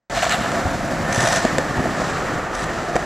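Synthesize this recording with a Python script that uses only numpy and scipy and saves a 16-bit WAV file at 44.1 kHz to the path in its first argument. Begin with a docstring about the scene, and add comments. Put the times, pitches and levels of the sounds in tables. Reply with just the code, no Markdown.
"""A skateboard rolls past close by and away over a concrete park: noise of tiny ground contacts is coloured
into deck rumble, wheel roar and tread hiss, and rings wheel resonances. Noise bursts give scrapes over grit,
the swish of a push and rasps of the sole; damped sines give knocks over joints and low thuds.
Coloured noise gives a steady low town hum underneath."""
import sys
import numpy as np
from scipy.fft import rfft, irfft, next_fast_len
from scipy.io import wavfile
from scipy.ndimage import map_coordinates

SR = 44100
rng = np.random.default_rng(int(sys.argv[2]) if len(sys.argv) > 2 else 0)


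def generate_wav(signal):
    """Clip the signal to [-1, 1] and save it as 16-bit WAV at the path in sys.argv[1]."""
    frames = np.transpose(np.atleast_2d(signal))
    scaled = np.clip(frames, -1, 1) * 32767
    pcm = np.round(scaled).astype(np.int16)
    wavfile.write(sys.argv[1], SR, pcm)


N = 134505


def amp(db):
    """Decibels to gain."""
    return 10 ** (np.asarray(db) / 20)


def unit(x):
    """x scaled to rms 1."""
    return x / np.sqrt(np.mean(x ** 2) + 1e-20)


def along(points, hz):
    """(f/Hz, value) points interpolated on a log frequency axis."""
    f, v = np.transpose(points)
    return np.interp(np.log(hz + 1), np.log(f + 1), v)


def curves(rows):
    """One value per sample for each column after the time."""
    s, *cols = np.transpose(rows)
    return [np.interp(np.arange(N) / SR, s, c) for c in cols]


def since(s):
    """Seconds after s, zero before."""
    return np.maximum(np.arange(N) / SR - s, 0)


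def white():
    """White noise, rms about 1."""
    return rng.standard_normal(N)


def wobble(rate_hz):
    """Smooth random curve through rate_hz random knots a second."""
    knots = rng.standard_normal(int(N * rate_hz / SR) + 4)
    return map_coordinates(knots, [np.arange(N) * rate_hz / SR])


def filtered(x, response):
    """x times a complex response of frequency."""
    m = next_fast_len(N + SR // 2)
    return irfft(rfft(x, m) * response(np.fft.rfftfreq(m, 1 / SR)), m)[..., :N]


def coloured(x, spectrum):
    """x with a (f/Hz, gain/dB) colour, rms 1."""
    return unit(filtered(x, lambda hz: amp(along(spectrum, hz))))


def rung(x, modes):
    """x through parallel (f/Hz, width/Hz, gain/dB) resonances, rms 1."""
    def response(f):
        return sum(amp(db) * 1j * f * w / (c * c - f * f + 1j * f * w) for c, w, db in modes)
    return unit(filtered(x, response))


def contacts(rate_hz, spread_db, smooth_db):
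    """Tiny random-signed impacts on the grain of the concrete over smooth friction noise, rms 1."""
    present = rng.random(N) < rate_hz / SR
    sign = np.sign(white())
    hits = present * sign * amp(spread_db * np.clip(white(), -2, 2))
    return unit(unit(hits) + amp(smooth_db) * white())


def ground():
    """Dense, even contacts with the rough ground."""
    return contacts(rate_hz=1500, spread_db=1, smooth_db=1.5)


def stroke(s, length, rise, fall):
    """Linear rise from s, hold, exponential fall from s + length (fall is the 1/e time)."""
    return np.minimum(since(s) / rise, 1) * np.exp(-since(s + length) / fall)


def strokes(rows):
    """Summed strokes from (t/s, length/s, rise/s, fall/s, level/dB) rows."""
    return sum(amp(db) * stroke(s, length, rise, fall) for s, length, rise, fall, db in rows)


def struck(t, modes):
    """Damped (f/Hz, level/dB, t60/s) sines, t seconds after a blow."""
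    return sum(amp(db - 60 * t / t60) * np.sin(2 * np.pi * hz * t) for hz, db, t60 in modes)


def wavering(x):
    """The pitch of x wanders as the load shifts between the wheels: a randomly varying delay, rms 1."""
    rate_hz = 24
    drift_samples = .028 * wobble(rate_hz) * SR / rate_hz / 2
    return unit(map_coordinates(x, [np.arange(N) + drift_samples], mode="mirror"))


def town(level_db=-39.0):
    """Steady low rumble of distant traffic: coloured noise."""
    # town colour: f/Hz, gain/dB
    town_colour = [(20, -21), (45, 7.5), (90, -6), (200, -8), (1000, -25), (3000, -24.5), (8000, -52),
                   (15000, -51)]
    return amp(level_db) * coloured(white(), town_colour)


def squeak():
    """A thin squeak under the push: one sine, randomly swelling."""
    s, hz, level_db = 1.18, 3715, -29
    tone = np.sin(2 * np.pi * hz * since(s))
    return amp(level_db) * stroke(s, length=.11, rise=.02, fall=.015) * wobble(30) * tone


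def rasps():
    """The sole grips and slips in short bright strokes of coarse friction, mostly during the push."""
    # rasps: t/s, length/s, level/dB
    rasp_events = [(0.156, 0.02, -32.5), (1.124, 0.0064, -22.5), (1.145, .003, -21), (1.157, 0.0037, -22),
                   (1.203, 0.0048, -20), (1.217, .004, -24), (1.225, .005, -23), (1.2706, 0.0072, -19.5),
                   (1.285, 0.0055, -24), (1.324, 0.0074, -20), (1.336, .005, -25), (1.356, 0.0078, -19.5),
                   (2.55, 0.0044, -29), (2.637, 0.0064, -29)]
    # rasp colour: f/Hz, gain/dB
    rasp_colour = [(700, -16), (1200, 8), (1900, 8.5), (2600, -1), (3800, -2), (4700, -6), (6000, 4.5),
                   (8000, -5), (9300, -10.5), (15000, -33)]
    level = sum(amp(db) * stroke(s, length, rise=.002, fall=.0017) for s, length, db in rasp_events)
    return level * coloured(contacts(rate_hz=2500, spread_db=1.5, smooth_db=-7), rasp_colour)


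def swishes():
    """Pushing and shifting weight rub sole and treads on concrete, crush grit and make the board sing."""
    # swishes: t/s, length/s, rise/s, fall/s, level/dB
    swish_events = [(1.093, 0.28, 0.095, 0.04, -28), (2.524, 0.11, 0.027, 0.022, -36.5)]
    # rub colour: f/Hz, gain/dB
    rub_colour = [(700, 4.5), (1150, 12), (1450, 17), (2200, 1), (3000, 4), (3750, 7), (4500, -2),
                  (6000, 0.5), (7900, 4), (8800, -10), (11000, -6), (15000, -88)]
    # crushed grit colour: f/Hz, gain/dB
    crackle_colour = [(2000, -26), (3700, -2), (6000, 8.5), (7900, -14), (9000, -7), (12000, -13.5),
                      (15000, -45)]
    # board resonances: f/Hz, width/Hz, gain/dB
    sing_modes = [(1812, 28, 17.5), (543, 35, -22), (5790, 53, -11), (6100, 110, -21), (8050, 68, 1)]
    crackle_db, sing_db = -6, -1  # over the rub
    rub = coloured(contacts(rate_hz=3000, spread_db=6.5, smooth_db=-7.5), rub_colour)
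    crackle = coloured(contacts(rate_hz=390, spread_db=2, smooth_db=-11), crackle_colour)
    sing = rung(white(), sing_modes)
    mix = amp(2.3 * wobble(120)) * rub + amp(crackle_db) * crackle + amp(sing_db) * sing
    return strokes(swish_events) * mix


def scrapes():
    """Wheels grind sideways over grit in uneven bursts, with the ringing of the trucks."""
    # scrapes: t/s, length/s, rise/s, fall/s, level/dB
    scrape_events = [(0.14, 0.056, 0.013, .022, -29), (0.22, .013, 0.0046, .008, -21.5),
                     (0.25, 0.0053, .002, .005, -22), (0.26, 0.038, 0.0027, .01, -31),
                     (0.299, .016, 0.0089, 0.0047, -23), (.319, 0.011, .002, 0.0072, -20.5),
                     (.335, .014, .003, 0.019, -25), (0.395, 0.032, .011, 0.055, -29)]
    # grind colour: f/Hz, gain/dB
    grind_colour = [(500, -28), (900, 2), (1400, 11.5), (2800, 6), (4200, -1), (5200, -12), (7900, -1.5),
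                    (9300, -31), (11500, -14), (15500, -42)]
    # truck resonances: f/Hz, width/Hz, gain/dB
    truck_modes = [(1296, 70, 4), (2300, 58, -2), (2840, 98, -0.5), (3670, 63, 0), (4130, 71, -4)]
    truck_db = -5.5  # over the grind
    grind = coloured(contacts(rate_hz=2400, spread_db=3.5, smooth_db=-10), grind_colour)
    trucks = rung(white(), truck_modes)
    return strokes(scrape_events) * amp(1.4 * wobble(161.7)) * (grind + amp(truck_db) * trucks)


def clicks():
    """Sharp clicks of grit and trucks: fast-decaying snaps of coloured noise."""
    # clicks: t/s, level/dB
    click_events = [(0.226, -22), (0.2365, -24), (0.2418, -14), (.294, -12), (0.3222, -12), (0.517, -19.5),
                    (1.177, -16), (1.45, -13), (1.486, -26), (1.5822, -11), (1.856, -26), (2.9558, -18),
                    (2.963, -15.5)]
    # click colour: f/Hz, gain/dB
    click_colour = [(500, -5), (1500, 9), (2600, 1), (5000, -1.5), (8000, -0.5), (9500, -18), (15000, -22)]
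    rise_s, t60_s = .0014, .018
    snap = sum(amp(db - 60 * since(s) / t60_s) * np.minimum(since(s) / rise_s, 1) for s, db in click_events)
    return snap * coloured(white(), click_colour)


def thuds():
    """Low thuds of the rider's weight: damped sines with a soft onset."""
    # thuds: t/s, relative level/dB, f/Hz, t60/s
    thud_events = [(0.6523, -6.5, 84, 0.058), (1.176, -8, 116, 0.055), (1.232, -15, 115, 0.075),
                   (1.7792, -11, 78, 0.051), (1.7916, -1.5, 115, 0.017)]
    rise_s = .011
    out, t = np.zeros(N + SR), np.arange(SR // 5) / SR
    for s, db, hz, t60 in thud_events:
        out[round(s * SR):][:len(t)] += (1 - np.exp(-t / rise_s)) * struck(t, [(hz, db, t60)]) * 2
    return out[:N]


def knocks():
    """Short blows of wheels and deck ring damped modes of wheel, deck and trucks."""
    # knocks: t/s, relative level/dB, main f/Hz, t60/s, deck body over main/dB, truck clack over main/dB
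    knock_events = [(.2285, -7.5, 693, 0.042, -25, -8), (0.2433, -17, 704, .015, -12, -4),
                    (.2645, -6, 678, 0.033, -28, -5), (.652, -7.5, 616, 0.01, -6, -12),
                    (.668, -3, 740, 0.017, -21, -18), (1.179, -10, 553, 0.019, -2.5, -13),
                    (1.229, -5, 680, 0.021, -8, -14), (1.445, -9.5, 456, 0.026, -4.5, -26),
                    (1.4498, -0.5, 647, 0.032, -3, -12.5), (1.577, -17, 490, 0.013, -10, -6),
                    (1.583, -6, 513, 0.036, -2.5, -2), (1.778, -6.5, 890, 0.019, -7, -6),
                    (1.794, -4, 673, 0.019, -6.5, -10), (1.856, -2.5, 670, 0.019, -10, -11),
                    (2.016, -9.5, 620, .04, -9, -4), (2.309, -15, 500, 0.034, -10, -3),
                    (2.9563, 2, 480, 0.014, -9.5, -16), (2.9622, -3, 708, .032, -8.5, -4)]
    # deck modes: f/Hz, level/dB, t60/s
    body_modes = [(260, -2.5, 0.039), (344, -4, .04), (522, -5, 0.027)]
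    # truck modes: f/Hz, level/dB, t60/s
    clack_modes = [(1074, -1, .018), (1350, -6.5, 0.019), (1790, -1.5, 0.015), (2270, -6, .012)]
    rise_s = .0015
    out, t = np.zeros(N + SR), np.arange(SR // 5) / SR
    onset = 1 - np.exp(-t / rise_s)
    for s, db, hz, t60, body_db, clack_db in knock_events:
        ring = struck(t, [(hz, 0, t60)])
        ring = ring + amp(body_db) * struck(t, body_modes) + amp(clack_db) * struck(t, clack_modes)
        out[round(s * SR):][:len(t)] += amp(db) * onset * ring * 1.063
    return out[:N]


def stray_grit(hiss_db):
    """Stray grains under the treads: sparse impacts, 15 dB under the given hiss level."""
    # grit colour: f/Hz, gain/dB
    grit_colour = [(500, 9), (1500, 6), (2600, -16), (5000, -3), (7500, 7), (9000, -26), (15000, -45)]
    return amp(hiss_db - 15) * coloured(contacts(rate_hz=120, spread_db=3.5, smooth_db=-41), grit_colour)


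def deck_drones():
    """The loaded deck drones for a while: ground contacts through one narrow resonance."""
    # drones: t/s, length/s, f/Hz, level/dB
    drone_events = [(1.931, 0.19, 152.6, -27), (2.62, 0.47, 349, -36.5)]
    width_hz = 18.5
    return sum(amp(db) * stroke(s, length, rise=.068, fall=.062) * rung(ground(), [(hz, width_hz, 0)])
               for s, length, hz, db in drone_events)


def tread_hiss(level_db):
    """The treads hiss: mostly smooth friction, coloured bright."""
    # hiss colour: f/Hz, gain/dB
    hiss_colour = [(1200, -8), (2600, -0.5), (3800, 3.5), (5600, 2.5), (7600, 1), (9000, -11.5),
                   (12000, -31), (15500, -30)]
    return amp(level_db) * coloured(contacts(rate_hz=1700, spread_db=0, smooth_db=8.5), hiss_colour)


def wheel_ring(bumps):
    """Ground contacts ring the wheels: a wavering lower resonance and a steady-pitched upper one."""
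    # wheel resonances: f/Hz, width/Hz, gain/dB
    wheel_modes = [(692.4, 45, 1.5), (1765, 78, 0)]
    # ring: t/s, lower level/dB, upper level/dB
    ring_levels = [(.1, -39, -43), (.17, -20.5, -42), (.21, -31.5, -31), (.24, -23, -47), (.3, -37.5, -38),
                   (.345, -18.5, -33), (.4, -29, -35), (.56, -29, -38), (.72, -27, -63),
                   (1.08, -34.5, -31.5), (1.22, -23.5, -29.5), (1.35, -21, -37), (1.48, -39, -29),
                   (1.62, -31.5, -35), (1.85, -35.5, -34.5), (2.3, -44.5, -51), (3.05, -30, -42)]
    lower_db, upper_db = curves(ring_levels)
    lower = wavering(rung(ground(), wheel_modes[:1]))
    upper = rung(ground(), wheel_modes[1:])
    return amp(lower_db + .66 * bumps) * lower + amp(upper_db) * upper


def truck_rattle():
    """Small jolts, dulled by the urethane, ring the trucks; rms 1."""
    # urethane: f/Hz, gain/dB
    soft_tread = [(2000, 0), (4000, -12), (9000, -35)]
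    # truck rattle resonances: f/Hz, width/Hz, gain/dB
    rattle_modes = [(523, 46, -9), (747, 130, 0.5), (1290, 100, -10.5), (1810, 260, 2)]
    return rung(coloured(contacts(rate_hz=45, spread_db=4.0, smooth_db=-40), soft_tread), rattle_modes)


def wheel_roar(level_db):
    """Ground contacts roar in the wheels; the near colour gives way to the far one, trucks rattle."""
    # near colour: f/Hz, gain/dB
    near_colour = [(200, -53), (430, -15), (530, 4.5), (700, -1), (920, -4.5), (1350, -2.5), (1850, -6),
                   (2150, -10), (3000, -20.5), (5000, -40)]
    # far colour: f/Hz, gain/dB
    far_colour = [(200, -6), (420, 1.5), (510, 2.5), (730, 3), (1000, -3), (1220, 3), (1550, -2.5),
                  (1850, -1.5), (2100, -9), (3000, -16), (5000, -40)]
    rattle_db = -16  # over the roar
    far, = curves([(1.275, 0), (1.82, 1)])  # crossfade: t/s, far share of power
    roar = np.sqrt(1 - far) * coloured(ground(), near_colour) + np.sqrt(far) * coloured(ground(), far_colour)
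    return amp(level_db) * (roar + amp(rattle_db) * truck_rattle())


def deck_rumble(level_db):
    """Ground contacts shake the deck: low coloured noise."""
    # deck colour: f/Hz, gain/dB
    deck_colour = [(20, -37), (42, -12), (90, -7), (150, 0), (260, -2.5), (400, -9), (600, -33),
                   (1500, -44)]
    return amp(level_db) * coloured(ground(), deck_colour)


def rolling():
    """Rough ground shakes deck and wheels while the treads hiss; shared bumps sway the levels."""
    # rolling: t/s, deck rumble level/dB, wheel roar level/dB, tread hiss level/dB
    roll_levels = [(.1, -31, -28, -38.5), (.2, -34, -30, -31.5), (.4, -27, -26.5, -36.5),
                   (.55, -27, -24, -36.5), (.8, -27.5, -28, -39), (1.05, -26.5, -26, -39),
                   (1.22, -27, -23.5, -34.5), (1.38, -30, -23, -30.5), (1.52, -27.5, -24.5, -37),
                   (1.72, -30, -27.5, -39.5), (1.87, -25, -26, -39.5), (2.04, -35, -23.5, -35.5),
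                   (2.29, -28.5, -24.5, -40), (2.5, -36.5, -26.5, -43.5), (2.7, -31.5, -25.5, -39.5),
                   (3.05, -37, -28, -42)]
    deck_db, roar_db, hiss_db = curves(roll_levels)
    bumps = wobble(70)
    board = deck_rumble(deck_db + 1.9 * bumps) + wheel_roar(roar_db + .61 * bumps)
    board = board + wheel_ring(bumps) + deck_drones()
    return board + tread_hiss(hiss_db + 1.07 * bumps) + stray_grit(hiss_db)


def ports(direct, scattered):
    """Two close microphone ports: alike in the bass, drifting apart in phase in the treble."""
    # quadrature side over mid, right port leading: f/Hz, gain/dB
    lead = [(40, -8), (150, -18), (300, -15.5), (1000, -21.5), (1500, -38), (2300, -42), (3500, -63),
            (5000, -37), (6400, -11), (7900, -5), (9300, 1), (15000, 5.5)]
    # scattered side over mid: f/Hz, gain/dB
    scatter = [(50, -17), (150, -24), (400, -25.5), (1000, -18), (1400, -25), (2300, -32.5), (3400, -53),
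               (4400, -29), (6500, -16.5), (9000, 0.5), (15000, 4)]
    # balance: f/Hz, left over right/dB
    balance = [(30, 2.5), (70, 1.2), (160, 0), (450, -.8), (1200, -.4), (2000, 0), (3800, 0), (5500, 1),
               (9000, 2.5), (13000, -2)]
    side = filtered(direct, lambda hz: -1j * amp(along(lead, hz)))
    side = side + filtered(scattered, lambda hz: amp(along(scatter, hz)))
    pair = np.array([direct + side, direct - side])
    return filtered(pair, lambda hz: amp(np.outer([.5, -.5], along(balance, hz))))


def scene():
    """Board and town, heard directly and, as independent noise, scattered by the surroundings."""
    def ride():
        return town() + squeak() + rasps() + swishes() + scrapes() + rolling()
    return ports(ride() + clicks() + thuds() + knocks(), ride())


def record(dry):
    """Sound cuts in after a moment of near silence; the treble rolls off, then stops at a band limit."""
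    start_s, rise_s, idle_db = .0975, .00063, -55
    edge_hz, top_hz = 12840, 15750
    gate = np.clip(since(start_s) / rise_s, amp(idle_db), 1)
    return filtered(dry * gate, lambda hz: (hz < top_hz) / np.sqrt(1 + (hz / edge_hz) ** 20))


dry = scene()
out = record(dry)
generate_wav(out)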